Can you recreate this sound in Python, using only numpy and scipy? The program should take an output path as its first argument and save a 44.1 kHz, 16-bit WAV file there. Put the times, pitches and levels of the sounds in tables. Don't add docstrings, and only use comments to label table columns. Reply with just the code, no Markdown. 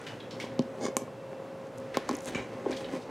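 import sys
import numpy as np
from scipy import signal
from scipy.fft import rfft, irfft
from scipy.io import wavfile

SR = 44100
rng = np.random.default_rng(int(sys.argv[2]) if len(sys.argv) > 2 else 0)


def dump(signal):
    limited = np.clip(np.atleast_2d(signal).T, -1, 1)
    pcm = np.round(limited * 32767).astype(np.int16)
    wavfile.write(sys.argv[1], SR, pcm)


N = 136710


def amp(db):
    return 10 ** (np.asarray(db) / 20)


def unit(x):
    return x / np.sqrt(np.mean(x ** 2) + 1e-20)


def read(points, hz):
    f, value = np.transpose(points)
    return np.interp(np.log(hz + 1), np.log(f + 1), value)


def add(mix, start_s, sound):
    part = mix[max(round(start_s * SR), 0):][:len(sound)]
    part += sound[:len(part)]


def stereo(mid, side):
    return np.array([mid + side, mid - side])


def hump(hz, centre_hz, octaves):
    return np.exp(-.5 * (np.log2((hz + 1) / centre_hz) / octaves) ** 2)


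def peaks(hz, modes):
    power = 0
    for centre_hz, db, width_hz in modes:
        power = power + amp(db) ** 2 / (1 + ((hz - centre_hz) / width_hz) ** 2 * 2) ** 2
    return np.sqrt(power)


def noise(gain, size):
    spectrum = rfft(rng.standard_normal(size)) * gain(np.fft.rfftfreq(size, 1 / SR))
    return unit(irfft(spectrum, size))


def narrow(hz, width_hz, size):
    return noise(lambda f: 1 / (1 + (2 * (f - hz) / width_hz) ** 2), size)


def click(gain, size=2048):
    log_gain = np.log(np.maximum(gain(abs(np.fft.fftfreq(size, 1 / SR))), 1e-5))
    h = np.fft.ifft(np.exp(np.conj(signal.hilbert(log_gain)))).real
    return h / np.linalg.norm(h)


GRAIN_SPREAD_DB = 3.5


def slips(peak_s, rise_s, fall_s, per_s):
    t = np.arange(N) / SR - peak_s
    pressure = np.exp(-abs(np.where(t < 0, t / rise_s, t / fall_s)) ** 1.06)
    happens = rng.random(N) < per_s / SR
    direction = rng.choice([-1, 1], N)
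    size = amp(GRAIN_SPREAD_DB * np.minimum(rng.exponential(1, N), 2.5))
    return unit(happens * direction * size * pressure) * np.sqrt(np.mean(pressure ** 2))


def rub(drive, surface, surface_db, card_db):
    ring = card(lambda f: hump(f, centre_hz=430, octaves=1.42))
    surface_sound = amp(surface_db) * signal.oaconvolve(drive, surface)[:N]
    card_sound = amp(card_db) * signal.oaconvolve(drive, ring)[:N]
    return np.array([surface_sound, card_sound])


# peak_s, rise_s, fall_s, edge_db, card_db
NAIL_SCRAPES = [(0.811, 0.0018, 0.0039, -44, -30), (.834, .014, 0.018, -38.5, -31.5),
                (.855, 0.008, 0.0037, -32, -30), (.865, .003, 0.01, -34.5, -36),
                (0.884, 0.0073, 0.011, -44.5, -38)]
# pitch_hz, level_db, width_hz
EDGE_RESONANCES = [(1101, 15, 84), (1710, 5.5, 150), (2174, 8, 105), (3050, -4, 180), (3520, -1.5, 130),
                   (4400, -6, 310), (5000, 0.5, 270), (5720, -4, 200), (6230, 0, 420), (6900, -1, 330),
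                   (8500, -7.5, 480)]
SCRAPE_SLIPS_PER_S = 1600
EDGE_HISS_DB, EDGE_HISS_HZ = -9, 5700


def scrape(peak_s, rise_s, fall_s, edge_db, card_db):
    def edge_gain(f):
        hiss = amp(EDGE_HISS_DB) / (1 + (f / EDGE_HISS_HZ) ** 3)
        return np.hypot(peaks(f, EDGE_RESONANCES), hiss)
    return rub(slips(peak_s, rise_s, fall_s, SCRAPE_SLIPS_PER_S), click(edge_gain), edge_db, card_db)


# peak_s, rise_s, fall_s, level_db
GLUE_RIPS = [(.853, 0.017, .018, -54.5), (2.16, 0.017, 0.026, -66), (2.24, 0.023, .015, -58),
             (2.284, 0.012, .008, -43.5)]
# centre_hz, spread_octaves, level_db
GLUE_COLOURS = [(3700, 0.25, -3), (6540, 0.15, -1), (9100, 0.12, -6), (13500, .2, -21)]
RIP_SNAPS_PER_S = 900


def rip(peak_s, rise_s, fall_s, db):
    total = np.zeros(N)
    for centre_hz, octaves, colour_db in GLUE_COLOURS:
        threads = slips(peak_s, rise_s, fall_s, RIP_SNAPS_PER_S)
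        colour = click(lambda f: hump(f, centre_hz, octaves))
        total += amp(db + colour_db) * signal.oaconvolve(threads, colour)[:N]
    return total


# start_s, energy_db, centre_hz, spread_octaves
PAPER_SNAPS = [(.015, -33, 8500, 0.2), (0.041, -35, 5000, 0.73), (0.5928, -14, 3700, 0.76),
               (0.6218, -34, 5000, 0.78), (.624, -35, 4900, 0.37), (0.819, -29, 5940, 0.67),
               (0.836, -23, 5800, 0.26), (0.968, -1.5, 7370, 0.25), (0.9684, -13.5, 11700, 0.18),
               (0.976, -21, 9000, 0.16), (1.02, -30.5, 6500, .25), (1.67, -38.5, 6900, 0.38),
               (1.777, -37, 9000, 0.77), (1.783, -29.5, 7800, 0.44), (1.801, -38, 8000, .6),
               (1.971, -9.5, 3850, 1.23), (2.0906, -19, 5900, 0.66), (2.0919, -14.5, 6500, 0.53),
               (2.1118, -21, 3970, 0.94), (2.13, -30, 8000, 0.52), (2.138, -37, 8500, 0.37),
               (2.149, -27.5, 10400, 0.29), (2.1525, -18, 6400, 0.2), (2.168, -25.5, 9900, 0.28),
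               (2.1876, -26.5, 6500, 0.28), (2.2064, -25.5, 7140, 0.42), (2.220, -35, 10600, 0.39),
               (2.231, -39, 9000, .6), (2.236, -36, 8440, 0.58), (2.251, -33, 7500, .4),
               (2.246, -26, 7450, 0.3), (2.258, -19.5, 7900, 0.44), (2.267, -30, 9500, 0.45),
               (2.273, -33, 10000, 0.3), (2.279, -25, 7850, 0.24), (2.296, -37, 12500, 0.2),
               (2.7095, -28, 6900, 0.45), (2.7155, -23, 5930, 0.46), (2.73, -20.5, 3700, 0.15),
               (2.767, -27, 4620, 0.2), (2.772, -20.5, 3580, 0.3), (2.845, -23.5, 3560, 0.28),
               (2.863, -29, 2960, .4)]
# pitch_hz, level_db
PAPER_COLOUR = [(100, -24), (1000, -14), (2400, 0), (4200, 0.5), (6900, -1.5), (8600, -5.5), (10300, -5.5),
                (12000, -7.5), (16000, -6)]
SNAP_SKIRT_DB = -15.5
FLUTTER_DB, FLUTTER_T60_S = 0.5, 0.0088


def snap(db, centre_hz, octaves):
    t = np.arange(SR // 20) / SR
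    flutter = rng.standard_normal(len(t)) * np.exp(-np.log(1000) * t / FLUTTER_T60_S)
    release = (t == 0) + amp(FLUTTER_DB) * flutter / np.linalg.norm(flutter)
    spectrum = rfft(release, 2 * len(t))
    drive = irfft(spectrum / abs(spectrum))[:len(t)]

    def paper_gain(f):
        skirt = amp(SNAP_SKIRT_DB) / (1 + (f / centre_hz) ** 4)
        return amp(read(PAPER_COLOUR, f)) * (hump(f, centre_hz, octaves) + skirt)
    sound = signal.fftconvolve(drive, click(paper_gain))
    return amp(db) * sound / np.linalg.norm(sound)


# (fade by 60 dB, before any finger damping)
CARD_MODES = [(140, -5, 0.069), (221, 2.5, 0.092), (262, 4.5, 0.097), (343, -4.5, 0.13), (412.4, -1, 0.055),
              (537, -3.5, 0.039), (648, -7, 0.031), (823, -7, 0.035), (1070.5, -3, 0.032),
              (1420, -17.5, 0.022), (1740, -17.5, 0.046), (2280, -12.5, 0.02)]
RADIATION_HZ = 125


def card(weight):
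    def gain(f):
        power = 0
        for hz, db, t60_s in CARD_MODES:
            detune = 2 * np.pi * (f - hz) * t60_s / np.log(1000)
            power = power + amp(db) ** 2 / (1 + detune ** 2)
        return weight(f) * np.sqrt(power / (1 + (RADIATION_HZ / (f + 1)) ** 8))
    return click(gain, size=8192)


# start_s, energy_db (before damping), pitch_hz (favoured), spread_octaves
# The row at 0.5977 s is the lingering 250 Hz ring of the knock before it.
CARD_KNOCKS = [(.441, -9.5, 293, 1.44), (0.483, -14, 254, 0.3), (0.5935, 6.5, 184, 1.22),
               (0.5977, -1.5, 251, 0.22), (.742, -32, 710, 0.56), (.822, -10, 376, 0.88),
               (0.852, -4, 415, 0.77), (.864, -9, 1130, 0.52), (0.883, -7, 340, 0.79),
               (0.9678, 1, 990, 2.2), (1.019, -9, 320, 0.99), (1.079, -16.5, 655, 1.16),
               (1.331, -17, 720, 1.3), (1.4, -13.5, 413, 1), (1.558, -21, 610, 0.46),
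               (1.9711, 4, 580, 1.33), (2.0919, -2.5, 1060, 0.73), (2.096, -0.5, 300, 0.53),
               (2.1119, -2, 345, 1.3), (2.134, -4.5, 262, 0.36), (2.141, -8.5, 286, 0.8),
               (2.354, -1.5, 166, 1.25), (2.66, -8.5, 764, 0.36), (2.662, 2, 400, 0.29),
               (2.695, -2.5, 333, 0.39), (2.721, -16, 295, 0.61), (2.937, -4, 283, 0.93),
               (2.969, -10.5, 260, 0.91)]
FINGER_DAMPING_S = 0.037


def knock(db, centre_hz, octaves):
    ring = card(lambda f: hump(f, centre_hz, octaves))
    return amp(db) * ring * np.exp(-(np.arange(len(ring)) / SR / FINGER_DAMPING_S) ** 2)


# peak_s, rise_s, fall_s, grit_db, card_db, tilt_db_per_octave,
# slips_per_s # The row at 2.28 s is the paper peeling away as the glue rips.
SKIN_STROKES = [(.09, 0.34, 0.099, -50, -57, -1, 2500), (.47, 0.15, 0.19, -51.5, -46.5, -4.5, 2770),
                (.79, 0.069, 0.025, -56.5, -45, 1.5, 1300), (1.90, 0.21, 0.24, -56.5, -54, -1, 3050),
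                (1.947, 0.0077, 0.04, -41, -40.5, -3.5, 3100), (2.131, 0.11, 0.06, -43.5, -42, -1.5, 1870),
                (2.28, 0.016, 0.047, -41.5, -38, 1.5, 1520),
                (2.383, 0.065, 0.054, -43.5, -37.5, -2.5, 2000), (2.56, 0.15, 0.14, -52, -44, -1, 2600),
                (2.731, 0.058, 0.034, -42, -36, -2.5, 1020), (2.804, 0.016, 0.028, -46.5, -39.5, 2, 1700),
                (2.885, 0.066, 0.041, -47.5, -43, -5, 2440), (2.948, 0.055, 0.05, -45, -38, 1.5, 2670),
                (3.098, 0.023, 0.017, -49.5, -37, -3, 2240)]
# pitch_hz, level_db
GRIT_COLOUR = [(200, 2), (1100, 3.5), (1450, 7), (2200, 4), (2750, -1.5), (3400, -4.5), (3900, -5.5),
               (5000, -7.5), (5600, -9), (6400, -7), (7100, -13.5), (7700, -11), (8500, -13.5),
               (9600, -17.5), (12000, -25), (16000, -35)]


def stroke(peak_s, rise_s, fall_s, grit_db, card_db, tilt_db, slips_per_s):
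    grit = click(lambda f: amp(read(GRIT_COLOUR, f) + tilt_db * np.log2(1 + f / 1000)))
    return rub(slips(peak_s, rise_s, fall_s, slips_per_s), grit, grit_db, card_db)


RUMBLE_S, RUMBLE_WIDTH_S = 2.365, .06
RUMBLE_DB, RUMBLE_HZ, RUMBLE_OCTAVES = -49, 73, 0.83


def rumble():
    swell = np.exp(-((np.arange(N) / SR - RUMBLE_S) / RUMBLE_WIDTH_S) ** 2)
    return amp(RUMBLE_DB) * swell * noise(lambda f: hump(f, RUMBLE_HZ, RUMBLE_OCTAVES), N)


# pitch_hz, t60_s (fade by 60 dB)
ROOM_DECAY = [(150, 0.26), (600, 0.34), (2500, 0.36), (7000, 0.2), (11000, 0.25), (15000, 0.16)]


def room_tail():
    hz, t, bands = signal.stft(rng.standard_normal(SR // 2), SR, nperseg=256)
    fade = np.exp(-np.log(1000) * t / read(ROOM_DECAY, hz)[:, None])
    tail = signal.istft(bands * fade, SR, nperseg=256)[1]
    tail *= np.minimum(np.arange(len(tail)) / SR / 0.0015, 1) ** 2
    return tail / np.linalg.norm(tail)


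def echoes(x, wet_db, side_db):
    tails = stereo(room_tail(), amp(side_db) * room_tail())
    return amp(wet_db) * signal.fftconvolve(x[None], tails, axes=1)[:, :N]


# pitch_hz, level_db
PAPER_ECHO_COLOUR = [(1000, -1.5), (2200, 2), (4500, 1), (5800, 0.5), (6700, -2.5), (8500, -3),
                     (11000, 3.5), (15000, -2)]
PAPER_ROOM_DB, PAPER_SIDE_DB = -14, -8


def paper_echoes(paper):
    thrown = signal.oaconvolve(paper, click(lambda f: amp(read(PAPER_ECHO_COLOUR, f))))[:N]
    return echoes(thrown, PAPER_ROOM_DB, PAPER_SIDE_DB)


CLUMP_DB, CLUMP_HZ = 2.2, 350


def clumps(size):
    swings = noise(lambda f: 1 / (1 + (f / CLUMP_HZ) ** 4), size)
    return unit(amp(CLUMP_DB * np.clip(swings, -2, 2)))


FAR_RISE_S, DIRECT_T60_S = 0.0024, 0.052


def far_envelope(t60_s, direct_db):
    t = np.arange(SR // 2) / SR
    direct = amp(direct_db - 60 * t / DIRECT_T60_S)
    return np.minimum(t / FAR_RISE_S, 1) * (amp(-60 * t / t60_s) + direct)


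# start_s, level_db, centre_hz, spread_octaves,
# ring_hz, ring_db, second_ring_hz, second_ring_db (ring levels are relative to level_db)
FAR_CLATTER = [(.065, -44, 2200, 0.9, 2940, -5.5, 1830, -7.5),
               (.200, -54.5, 2620, 0.58, 3330, 1.5, 3870, -4.5),
               (.307, -48, 3360, 0.65, 4400, -8, 5400, -11.5),
               (.398, -44, 2630, 0.93, 5700, -14, 2180, -4.5),
               (.411, -47.5, 2430, 0.59, 3300, -7, 2260, -7),
               (1.9413, -42, 1590, 0.91, 1850, -10, 2900, -26),
               (2.346, -41.5, 1600, 0.85, 1590, -6, 2730, -15),
               (2.371, -46.5, 1750, 0.46, 2880, -6, 2100, -8), (2.715, -49, 2510, 0.93, 2330, -2, 1750, -5),
               (2.731, -55.5, 3700, 0.65, 3700, -10, 4300, -15),
               (2.763, -50.5, 4200, 0.71, 4550, -9, 3320, -4), (2.841, -54, 2980, 0.4, 3020, -5, 3840, -4),
               (3.014, -56, 3800, 0.68, 4470, -11, 3700, -11)]
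CLATTER_T60_S, CLATTER_RING_WIDTH_HZ, CLATTER_SIDE_DB = 0.36, 200, -15
CLATTER_SKIRT_DB, CLATTER_TOP_HZ = -26, 9000


def clatter(db, centre_hz, octaves, ring_hz, ring_db, second_hz, second_db):
    envelope = far_envelope(CLATTER_T60_S, direct_db=-6)
    size = len(envelope)

    def body_gain(f):
        return hump(f, centre_hz, octaves) + amp(CLATTER_SKIRT_DB) / (1 + (f / CLATTER_TOP_HZ) ** 2)
    body = noise(body_gain, size) * clumps(size)
    ring = amp(ring_db) * narrow(ring_hz, CLATTER_RING_WIDTH_HZ, size)
    second_ring = amp(second_db) * narrow(second_hz, CLATTER_RING_WIDTH_HZ, size)
    return amp(db) * envelope * (body + ring + second_ring)


# pitch_hz, level_db, width_hz
CLINK_MODES = [(2310, 6, 55), (2360, -2, 120), (2880, -7.5, 200), (3860, -10, 160), (5540, -19, 360),
               (6640, -18.5, 970), (8170, -20, 210)]
CLINK_S, CLINK_DB, CLINK_T60_S = 2.3465, -37, 0.33


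def clink():
    envelope = far_envelope(CLINK_T60_S, direct_db=-15)
    ring = noise(lambda f: peaks(f, CLINK_MODES), len(envelope))
    return amp(CLINK_DB) * envelope * ring * clumps(len(envelope))


HUM_STEADY = .45


def hum(hz, db, width_hz):
    tone = np.sqrt(2) * np.sin(2 * np.pi * (hz * np.arange(N) / SR + rng.random()))
    skirt = narrow(hz, width_hz, N)
    return amp(db) * (np.sqrt(HUM_STEADY) * tone + np.sqrt(1 - HUM_STEADY) * skirt)


# pitch_hz, level_db (relative)
AIR_COLOUR = [(20, -42), (35, -44), (50, -28), (90, -21.5), (118, -10), (150, -11.5), (260, -11.5),
              (350, -12), (540, -8), (680, -16.5), (1050, -20), (1300, -24), (2600, -33), (4300, -40),
              (6600, -43.5), (10000, -50), (16000, -58.5)]
# pitch_hz, level_db, width_hz
FAN_HUM = [(115.6, -59, 4.4), (251, -59, 18), (535.8, -48, 2.54), (2684, -73, 6.7)]
AIR_DB, AIR_SIDE_DB, DRIFT_DB = -44.5, -18.5, 0.63


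def fan():
    mid, side = (noise(lambda f: amp(read(AIR_COLOUR, f)), N) for _ in range(2))
    drift = amp(DRIFT_DB * noise(lambda f: 1 / (1 + (f / 5) ** 2), N))
    air = amp(AIR_DB) * drift * stereo(mid, amp(AIR_SIDE_DB) * side)
    return air + sum(hum(*row) for row in FAN_HUM)


CARD_ROOM_DB, CARD_SIDE_DB = -13.5, -41


def scene():
    scrapes = sum(scrape(*row) for row in NAIL_SCRAPES)
    paper, board = scrapes + sum(stroke(*row) for row in SKIN_STROKES)
    paper = paper + sum(rip(*row) for row in GLUE_RIPS)
    for start_s, *row in PAPER_SNAPS:
        add(paper, start_s, snap(*row))
    for start_s, *row in CARD_KNOCKS:
        add(board, start_s, knock(*row))

    far, far_side = np.zeros((2, N))
    for layer in (far, far_side):
        for start_s, *row in FAR_CLATTER:
            add(layer, start_s, clatter(*row))
        add(layer, CLINK_S, clink())

    near = paper + board + rumble()
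    room = paper_echoes(paper) + echoes(board, CARD_ROOM_DB, CARD_SIDE_DB)
    return near + room + stereo(far, amp(CLATTER_SIDE_DB) * far_side) + fan()


LOW_CUT_HZ, TOP_HZ = 47, 16000


def record(dry):
    low_cut = signal.butter(4, LOW_CUT_HZ, "highpass", fs=SR, output="sos")
    top_cut = signal.firwin(255, TOP_HZ, window=("kaiser", 9), fs=SR)
    return signal.oaconvolve(signal.sosfilt(low_cut, dry), top_cut[None], "same")


dry = scene()
out = record(dry)
dump(out)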